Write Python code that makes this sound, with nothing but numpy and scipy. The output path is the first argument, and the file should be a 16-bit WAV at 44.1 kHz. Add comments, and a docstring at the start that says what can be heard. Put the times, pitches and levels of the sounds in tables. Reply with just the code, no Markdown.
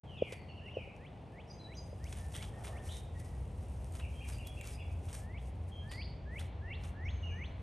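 """In a garden, a hen takes a dust bath. Friction makes her feathers rustle, feet and beak rake dry soil
into showers of tiny impacts, and stalks snap by brittle fracture. Songbirds whistle, slur and chirp
in frequency-modulated tones that echo from the trees. A distant engine rumbles up after two seconds
over a wash of traffic and leaves. A few soft knocks excite the damped case of a hand-held camera,
whose two closely spaced microphone ports receive near sounds with a phase difference."""
import sys
import numpy as np
from scipy import signal
from scipy.fft import rfft, irfft
from scipy.io import wavfile

SR = 44100
rng = np.random.default_rng(int(sys.argv[2]) if len(sys.argv) > 2 else 0)


def inscribe(sig):
    """Save sig as 16-bit PCM at rate SR to the path in sys.argv[1].

    A 1-D sig is mono; a 2-D sig holds one channel per row.
    Samples are clipped to [-1, 1] before scaling.
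    """
    pcm = np.round(np.clip(np.atleast_2d(sig).T, -1, 1) * 32767)
    wavfile.write(sys.argv[1], SR, pcm.astype(np.int16))


N = 336042
TIME = np.arange(N) / SR
BINS_HZ = np.fft.rfftfreq(N, 1 / SR)

# claw strokes through the soil: peak t/s, rise/s, dust level/dB, crumb level/dB
RAKES = [(.3245, .002, -55, -54), (2.128, .003, -54.5, -53), (2.175, .009, -58, -57.5),
         (2.365, 0.027, -51, -57.5), (2.425, .005, -52, -49.5), (2.647, 0.0065, -50.5, -54),
         (2.674, 0.0062, -56, -53.5), (3.2, .005, -63, -80), (3.25, .007, -59.5, -83),
         (3.961, .016, -55.5, -63.5), (3.997, 0.0028, -67, -54), (4.298, 0.015, -50, -58),
         (4.469, .003, -56, -77), (4.672, 0.022, -52.5, -58.5), (5.09, .005, -58.5, -56),
         (5.105, .002, -59, -62), (5.1305, .0012, -49.5, -58), (5.145, 0.0034, -52, -56.5),
         (5.922, 0.0064, -54, -50.5), (6.399, 0.0048, -50.5, -49), (6.838, .0012, -57.5, -52.5)]
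# snapping stalks and flicked grit: t/s, peak level/dB, f/Hz
SNAPS = [(.3228, -44, 5530), (.965, -55, 7040), (2.042, -41, 6240), (2.1277, -39.5, 5900),
         (2.3442, -50, 8500), (2.3645, -35, 7960), (2.4265, -36, 5850), (2.9688, -40.5, 7500),
         (3.845, -43.5, 8750), (3.9232, -46.5, 9000), (4.288, -41, 8500), (4.3845, -42.5, 9200),
         (4.472, -34.5, 10200), (4.612, -38, 8660), (4.6125, -40.5, 3100), (4.6735, -35, 7450),
         (5.1297, -36, 7000), (5.143, -40, 5500), (6.838, -47, 6000)]
# steady rustle of the feathers: t/s, level/dB
RUSTLE = [(0, -84), (1.3, -84), (2.0, -72), (3.1, -71), (3.7, -71.5), (4.25, -67), (4.85, -73),
          (5.35, -79.5), (5.85, -79.5), (6.2, -91), (7.62, -84)]
# shuffles of wings and breast: peak t/s, length/s, level/dB
SHUFFLES = [(.32, .12, -65.5), (2.095, 0.11, -58.5), (2.225, 0.3, -61.5), (2.465, 0.14, -63),
            (2.73, 0.39, -68), (2.88, 0.15, -58), (2.96, 0.24, -59), (3.72, 0.26, -70), (4.57, 0.2, -69),
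            (4.73, .1, -57.5), (4.93, .06, -66), (5.06, 0.12, -65), (5.185, 0.21, -59.5), (5.46, 0.16, -67),
            (5.69, .05, -67.5), (6.865, 0.12, -64.5)]
# spectra of dust and feathers, coarse crumbs and loose earth: f/Hz, relative level/dB
DUST_SPECTRUM = [(800, -8), (2000, -1), (4200, -6), (6000, -1), (7400, -2.5), (9000, 5), (10800, 6.5),
                 (12000, -7.5), (13000, -18)]
CRUMB_SPECTRUM = [(200, -12), (600, -5), (1200, 0), (2200, -0.5), (3500, 1.5), (4500, -12), (6500, -14),
                  (10000, -49)]
EARTH_SPECTRUM = [(150, -15), (400, 0), (750, 4), (1000, -7.5), (1500, -11), (3000, -25)]
# phase lead of the left port for sound from the ground ahead: f/Hz, phase/rad
PORT_LEAD = [(500, 0.2), (1030, 0.8), (1500, -1), (2300, 0), (3270, 0.9), (4500, 0.45), (7000, 0),
             (8200, 0.5), (8800, 1.1), (9300, -1.67), (10700, -4), (11800, -5.5)]

# one bird's rising whistles: flick t/s, nominal lead-in length/s, base level/dB
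WHISTLES = [(.695, 0.094, -59.5), (1.058, 0.071, -58), (1.397, 0.08, -58), (1.732, 0.073, -58.5),
            (2.065, .074, -58.5), (2.42, 0.084, -56.5), (2.775, 0.065, -58.5), (5.372, 0.18, -56),
            (6.011, .185, -50.5), (6.379, .12, -48.5), (6.725, .11, -47.5), (7.08, .13, -48),
            (7.434, 0.12, -48.5)]
# their slow lead-in: time before the flick/lead-in length, f/Hz, relative level/dB
LEAD_IN = [(1.1, 1590, -28.5), (.78, 1730, -10.5), (.5, 1855, -10), (0.201, 2080, -4)]
# their upward flick: t/s from its start, f/Hz, relative level/dB
FLICK = [(0, 2350, -1), (.007, 2853, -3.5), (.013, 3257, -5.5), (.024, 3700, -14.5), (.035, 4760, -11)]
# falling slurs and hoarse buzzes: t/s, length/s, start f/Hz, end f/Hz, level/dB
SLURS = [(.038, 0.35, 3460, 1908, -60.5), (0.167, 0.12, 3750, 2253, -55.5), (.315, 0.15, 4760, 4380, -76),
         (.483, .038, 3090, 2673, -58.5), (.572, 0.0345, 3030, 2680, -58.5), (.652, 0.041, 2950, 2640, -55),
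         (.731, 0.097, 3213, 2283, -55.5), (.775, .095, 2945, 2100, -61.5), (4.32, 0.04, 5100, 4620, -65),
         (4.719, .052, 5140, 4830, -67.5), (7.275, 0.071, 2774, 2240, -60)]
BUZZES = [(1.463, .1, 4900, 6300, -72), (1.744, 0.053, 5460, 6410, -63), (2.336, 0.038, 3280, 3460, -55.5),
          (2.879, .07, 2750, 3800, -56.5), (5.883, 0.094, 4800, 4630, -62.5),
          (5.956, 0.12, 4680, 4610, -58), (7.046, .025, 5870, 5410, -72.5)]
# clear, nearly level notes: t/s, length/s, f/Hz, level/dB
CLEAR_NOTES = [(.48, 0.052, 4400, -70), (1.497, 0.027, 4890, -58.5), (1.59, 0.039, 4040, -63.5),
               (1.632, 0.045, 3940, -59), (1.766, 0.035, 4905, -57), (2.188, 0.094, 1785, -69),
               (2.531, .034, 1830, -63.5), (2.72, .067, 1813, -63.5), (2.906, 0.077, 3725, -60),
               (3.146, 0.035, 1907, -62.5), (3.197, 0.038, 1958, -68), (4.131, 0.084, 3173, -63.5),
               (4.442, 0.082, 3336, -59.5), (4.796, 0.044, 3380, -66.5), (5.709, .105, 3204, -58),
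               (6.664, 0.13, 2735, -62), (7.22, 0.079, 2854, -53)]
# warbled syllables: t/s, top f/Hz, level/dB
WARBLES = [(3.998, 2866, -57.5), (4.2, 2780, -57), (4.372, 2950, -59), (4.56, 2816, -57),
           (4.772, 2806, -58)]

# knocks on the case: t/s, level/dB, f/Hz
KNOCKS = [(0.224, -17, 498), (.326, -34.5, 483), (.7717, -25.5, 505), (.783, -44, 520), (.789, -40, 555),
          (.877, -40.5, 504), (1.9312, -39, 506)]
# engine load, idling and then opening up: t/s, relative level/dB
ENGINE_LOAD = [(0, -9.5), (.75, -7), (1.2, -8.5), (1.6, -14), (1.95, -0.5), (2.6, 2.5), (3.1, 0), (3.8, 3),
               (4.85, 0.5), (6.2, 1.5), (7.3, 2.5), (7.62, 1.5)]
# engine tones at running load: f/Hz, bandwidth/Hz, level/dB
ENGINE_TONES = [(62.8, 6.8, -51.5), (85.7, 3.2, -50.5), (119.2, 15.5, -58.5), (182.6, 10, -76.5)]
# spectra of upper and deep rumble, outdoor air and tyre-like hiss: f/Hz, relative level/dB
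RUMBLE_SPECTRUM = [(25, -38), (50, -6), (75, -4), (97, 5.5), (115, -4.5), (150, -5.5), (210, -12.5),
                   (400, -26), (1500, -71)]
DEEP_SPECTRUM = [(18, -29), (30, -24), (45, -6.5), (62, -1), (80, 1), (110, -14.5), (300, -58), (1500, -89)]
AIR_SPECTRUM = [(25, -15), (60, -2.5), (115, 10), (180, 4), (300, -2.5), (520, -2), (800, -4), (1200, -15),
                (1600, -20.5), (2700, -20.5), (4200, -30.5), (6000, -38), (9500, -47), (12500, -88)]
HISS_SPECTRUM = [(400, -22), (900, 1), (1400, -0.5), (1900, -3), (3000, -21), (8000, -50)]
# left-right likeness of the background wash: f/Hz, correlation
WASH_LIKENESS = [(60, .5), (130, 1), (230, 0.96), (340, 0.99), (520, 0.78), (860, 0.79), (1300, 0.4),
                 (2200, 1), (3500, 0.81), (6500, 1), (12000, 0.82)]


def hen():
    """Superposition: feathers, grit, shoved earth, rakes and snaps add, with brief reflections."""
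    feathers = colour(crackle(per_s=9000, spread_db=-2, band_hz=(1470, 11060), cycles=.99), DUST_SPECTRUM)
    grit = colour(crackle(per_s=160, spread_db=3, band_hz=(3000, 11000), cycles=.9), DUST_SPECTRUM)
    clumps = amp(1.8 * unit(flutter(30).real))  # feathers catch and slip in bunches
    earth = colour(crackle(per_s=2500, spread_db=1.5, band_hz=(318, 2670), cycles=1.3), EARTH_SPECTRUM)
    rustle = rubbing() * (clumps * feathers + amp(-10) * grit)
    shove = swell(s=2.7, length=.77, db=-54.5) * earth
    sound = rustle + shove + rakes() + snaps()
    return ports(sound) + amp(-15.5) * scatter(sound, t60=.12, delay=.004, apart=.13)


def rubbing():
    """Envelope of feather friction: fidgeting, shuffles and a brush with each rake add in power."""
    brushes = [swell(s + .014, length=.25, db=dust_db - 16.5) for s, _, dust_db, _ in RAKES]
    shuffles = [swell(*row) for row in SHUFFLES]
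    return np.sqrt(level(RUSTLE) ** 2 + sum(gain ** 2 for gain in shuffles + brushes))


def rakes():
    """Stick-slip friction: each claw stroke swells and decays, spraying dust and rolling crumbs."""
    dust_power, crumb_power = np.zeros(N), np.zeros(N)
    for s, rise, dust_db, crumb_db in RAKES:
        t = TIME - s
        decay_s = .011 + 1.7 * rise  # a slower stroke takes longer to die away
        stroke = np.exp(-np.where(t < 0, (t / rise) ** 2, np.minimum(2 * t / decay_s, 60)))
        dust_power += stroke * amp(dust_db) ** 2
        crumb_power += stroke * amp(crumb_db) ** 2
    dust = colour(crackle(per_s=7000, spread_db=1, band_hz=(1780, 12200), cycles=.53), DUST_SPECTRUM)
    crumbs = colour(crackle(per_s=2200, spread_db=4, band_hz=(495, 7940), cycles=.57), CRUMB_SPECTRUM)
    stick_slip = unit(amp(2.1 * unit(flutter(240).real)))
    clods = unit(amp(2 * unit(flutter(90).real)))  # the soil gives way in lumps
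    return stick_slip * clods * (np.sqrt(dust_power) * dust + np.sqrt(crumb_power) * crumbs)


def snaps():
    """Brittle fracture: a sharp burst excites one broad resonance of a dry stalk."""
    out, t = np.zeros(N), np.arange(600) / SR
    for s, db, hz in SNAPS:
        burst = rng.standard_normal(len(t)) * (np.exp(-t / .00049) + .12 * np.exp(-t / .0068))
        resonance = np.sin(2 * np.pi * hz * t) * np.exp(-t * hz)
        snap = np.convolve(burst, resonance)
        add(out, s, amp(db) * snap / abs(snap).max())
    return out


def whistler():
    """Frequency modulation: a bird's tone creeps up, then flicks an octave; ground and trees echo it."""
    out = np.zeros(N)
    for s, lead_s, db in WHISTLES:
        lead_in = [(-share * lead_s, hz, shape_db) for share, hz, shape_db in LEAD_IN]
        when, hz, shape_db = np.transpose(lead_in + list(FLICK))
        t = np.arange(when[0], when[-1], 1 / SR)
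        pitch = np.interp(t, when, hz) * (1 + .01 * flutter(90, size=16384)[:len(t)].real)
        cutoff_hz = 4530 + 78 * (db + 49)  # a louder whistle carries its flick higher
        gain = amp(db + np.interp(t, when, shape_db)) / (1 + (pitch / cutoff_hz) ** 20)
        tone = np.sqrt(2) * np.sin(2 * np.pi * np.cumsum(pitch) / SR)
        add(out, s + when[0], gain * signal.windows.tukey(len(t), .08) * tone)
    near_echoes = amp(-6) * scatter(out, t60=.04, delay=.002, apart=.66)
    # leaves reflect the top of the flick best
    bright = filtered(out, amp(read([(1700, -4.5), (2400, -7.5), (3200, -3.5), (4300, 1)])))
    return out * amp([[-.4], [.4]]) + near_echoes + scatter(bright, t60=.79, delay=.0058, apart=.15)


def chirpers():
    """Reverberation blurs the farther birds; foliage absorbs their high notes sooner than the low."""
    out = np.zeros(N)
    for s, length, start_hz, end_hz, db in SLURS:
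        add(out, s, note(glide(length, start_hz, end_hz, ease=1.5), db, rough=.28, overtone_db=-30.5))
    for s, length, hz, db in CLEAR_NOTES:
        add(out, s, note(glide(length, hz * 1.01, hz, ease=2.8), db, rough=.16, overtone_db=-29))
    for s, length, start_hz, end_hz, db in BUZZES:
        add(out, s, note(glide(length, start_hz, end_hz, ease=2.5), db, rough=.95, overtone_db=-30))
    warble_s, top_at, pitch_drop = .066, .42, .24
    from_top = (np.linspace(0, 1, round(warble_s * SR)) - top_at) / (1 - top_at)
    for s, hz, db in WARBLES:
        add(out, s, note(hz * (1 - pitch_drop * abs(from_top)), db, rough=.41))
    thin_whistle = note(glide(length=.52, start_hz=6540.5, end_hz=6050, ease=.97), db=-77, rough=.06)
    add(out, 7, thin_whistle)
    low = filtered(out, 1 / (1 + (BINS_HZ / 3500) ** 10))
    low_echoes = amp(1.65) * scatter(low, t60=.68, delay=.008, apart=.34)
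    high_echoes = amp(.7) * scatter(out - low, t60=.47, delay=.0042, apart=.3)
    return out * amp([[-.3], [.3]]) + low_echoes + high_echoes


def note(hz, db, rough, overtone_db=-60):
    """Noise modulation broadens a bird's tone and its faint octave: rough 0 is pure, 1 a buzz."""
    buzz = (1 - rough) + np.sqrt(rough) * flutter(200 + 400 * rough, size=32768)[:len(hz)]
    phasor = np.exp(2j * np.pi * np.cumsum(hz) / SR)
    tone = phasor + amp(overtone_db) * phasor ** 2
    return amp(db) * unit((buzz * tone).real) * signal.windows.tukey(len(hz), .45)


def glide(length, start_hz, end_hz, ease):
    """Power-law frequency sweep: ease 1 is linear; above 1 it starts fast and settles."""
    return end_hz + (start_hz - end_hz) * np.linspace(1, 0, round(length * SR)) ** ease


def knocks():
    """Damped vibration: a dull blow pushes the case, which rings for only a few cycles."""
    out, t = np.zeros(N), np.arange(-.01, .03, 1 / SR)
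    envelope = 2 / (np.exp(-t / .0012) + np.exp(t / .0013))
    for s, db, hz in KNOCKS:
        ring = np.cos(2 * np.pi * hz * t) + amp(-13) * np.sin(2 * np.pi * 210 * t)
        add(out, s + t[0], -amp(db) * envelope * ring)
    left_lag_s = .00021
    left = filtered(out, np.exp(-2j * np.pi * BINS_HZ * left_lag_s))
    return np.array([left, out]) * amp([[.2], [-.2]])


def engine():
    """Exhaust noise and wavering tones follow power laws of load; the deep rumble grows fastest."""
    load = level(ENGINE_LOAD)
    tones = sum(amp(db) * unit((flutter(width_hz) * np.exp(2j * np.pi * hz * TIME)).real)
                for hz, width_hz, db in ENGINE_TONES)
    rumble = colour(rng.standard_normal(N), RUMBLE_SPECTRUM)
    deep = colour(rng.standard_normal(N), DEEP_SPECTRUM)
    return load * tones + amp(-51.5) * load ** .45 * rumble + amp(-48.5) * load ** 1.36 * deep


def air():
    """Broadband noise: a wash of far traffic and leaves, partly alike left and right; a late hiss."""
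    likeness = read(WASH_LIKENESS)
    mid, side = rfft(rng.standard_normal((2, N))) * np.sqrt([1 + likeness, 1 - likeness])
    wash = amp(-52.5) * colour(irfft(np.array([mid + side, mid - side]), N), AIR_SPECTRUM)
    hiss = colour(rng.standard_normal((2, N)), HISS_SPECTRUM)
    return wash + swell(s=7.2, length=3.3, db=-65.5) * hiss


def crackle(per_s, spread_db, band_hz, cycles, count=16):
    """Shot noise: tiny random fractures of uneven size, each ringing for a cycle or so."""
    t, out = np.arange(256) / SR, np.zeros(N)
    for hz in np.geomspace(*band_hz, count):
        sizes = amp(spread_db * np.minimum(rng.exponential(1, N), 4)) * rng.choice([-1, 1], N)
        clicks = sizes * (rng.random(N) < per_s / count / SR)
        ring = unit(np.sin(2 * np.pi * hz * t) * np.exp(-t * hz / cycles)) * np.sqrt(hz)
        out += signal.oaconvolve(clicks, ring)[:N]
    return unit(out)


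def scatter(x, t60, delay, apart):
    """Scattering by ground, walls and leaves: sparse echoes, alike at both ports when apart is 0."""
    t = np.arange(SR) / SR
    mid, side = rng.standard_normal((2, SR)) * (rng.random((2, SR)) < 2000 / SR)
    tail = np.array([mid + apart * side, mid - apart * side]) * amp(-60 * t / t60) * (t > delay)
    tail /= np.linalg.norm(tail, axis=1, keepdims=True)
    return signal.fftconvolve(x[None], tail, axes=1)[:, :N]


def ports(x):
    """Phase difference: a close sound reaches the two ports out of step."""
    return np.array([x, filtered(x, np.exp(-1j * read(PORT_LEAD)))])


def flutter(width_hz, size=N):
    """Narrow-band complex noise with a Gaussian spectrum, at rms 1."""
    hz = np.fft.fftfreq(size, 1 / SR)
    white = rng.standard_normal((size, 2)) @ [1, 1j]
    return unit(np.fft.ifft(np.fft.fft(white) * np.exp(-2 * (hz / width_hz) ** 2)))


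def swell(s, length, db):
    """Raised-cosine envelope, length seconds in all, peaking at db at time s."""
    return amp(db) * np.cos(np.pi * np.clip((TIME - s) / length, -.5, .5)) ** 2


def level(curve):
    """Envelope interpolated in decibels, as a gain for every sample."""
    return amp(np.interp(TIME, *np.transpose(curve)))


def colour(x, spectrum):
    """Spectral shaping of x, at rms 1."""
    return unit(filtered(x, amp(read(spectrum))))


def filtered(x, response):
    """Linear filtering: the spectrum times a frequency response."""
    return irfft(rfft(x) * response, N)


def read(points):
    """Interpolation of a table at every bin, on a log-frequency axis."""
    hz, value = np.transpose(points)
    return np.interp(np.log(BINS_HZ + 1), np.log(hz + 1), value)


def add(mix, s, sound):
    """Superposes a sound on the mix at time s."""
    part = mix[max(round(s * SR), 0):][:len(sound)]
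    part += sound[:len(part)]


def amp(db):
    """Decibels to amplitude ratio."""
    return 10 ** (np.asarray(db) / 20)


def unit(x):
    """Normalisation to rms 1."""
    return x / np.sqrt(np.mean(abs(x) ** 2) + 1e-30)


def scene():
    """Superposition of all sources; a level difference sets engine and air slightly to the left."""
    return hen() + whistler() + chirpers() + knocks() + (engine() + air()) * amp([[.3], [-.3]])


def record(dry):
    """Band limiting: after a moment of silence the sound opens, its top treble lifted, then cut off."""
    opening = np.clip((TIME - .033) / .004, 0, 1)
    lifted = filtered(dry * opening, amp(read([(11200, 0), (12800, 2)])))
    low_pass = signal.firwin(401, cutoff=12900, window=("kaiser", 8), fs=SR)
    return signal.oaconvolve(lifted, low_pass[None], "same")


dry = scene()
out = record(dry)
inscribe(out)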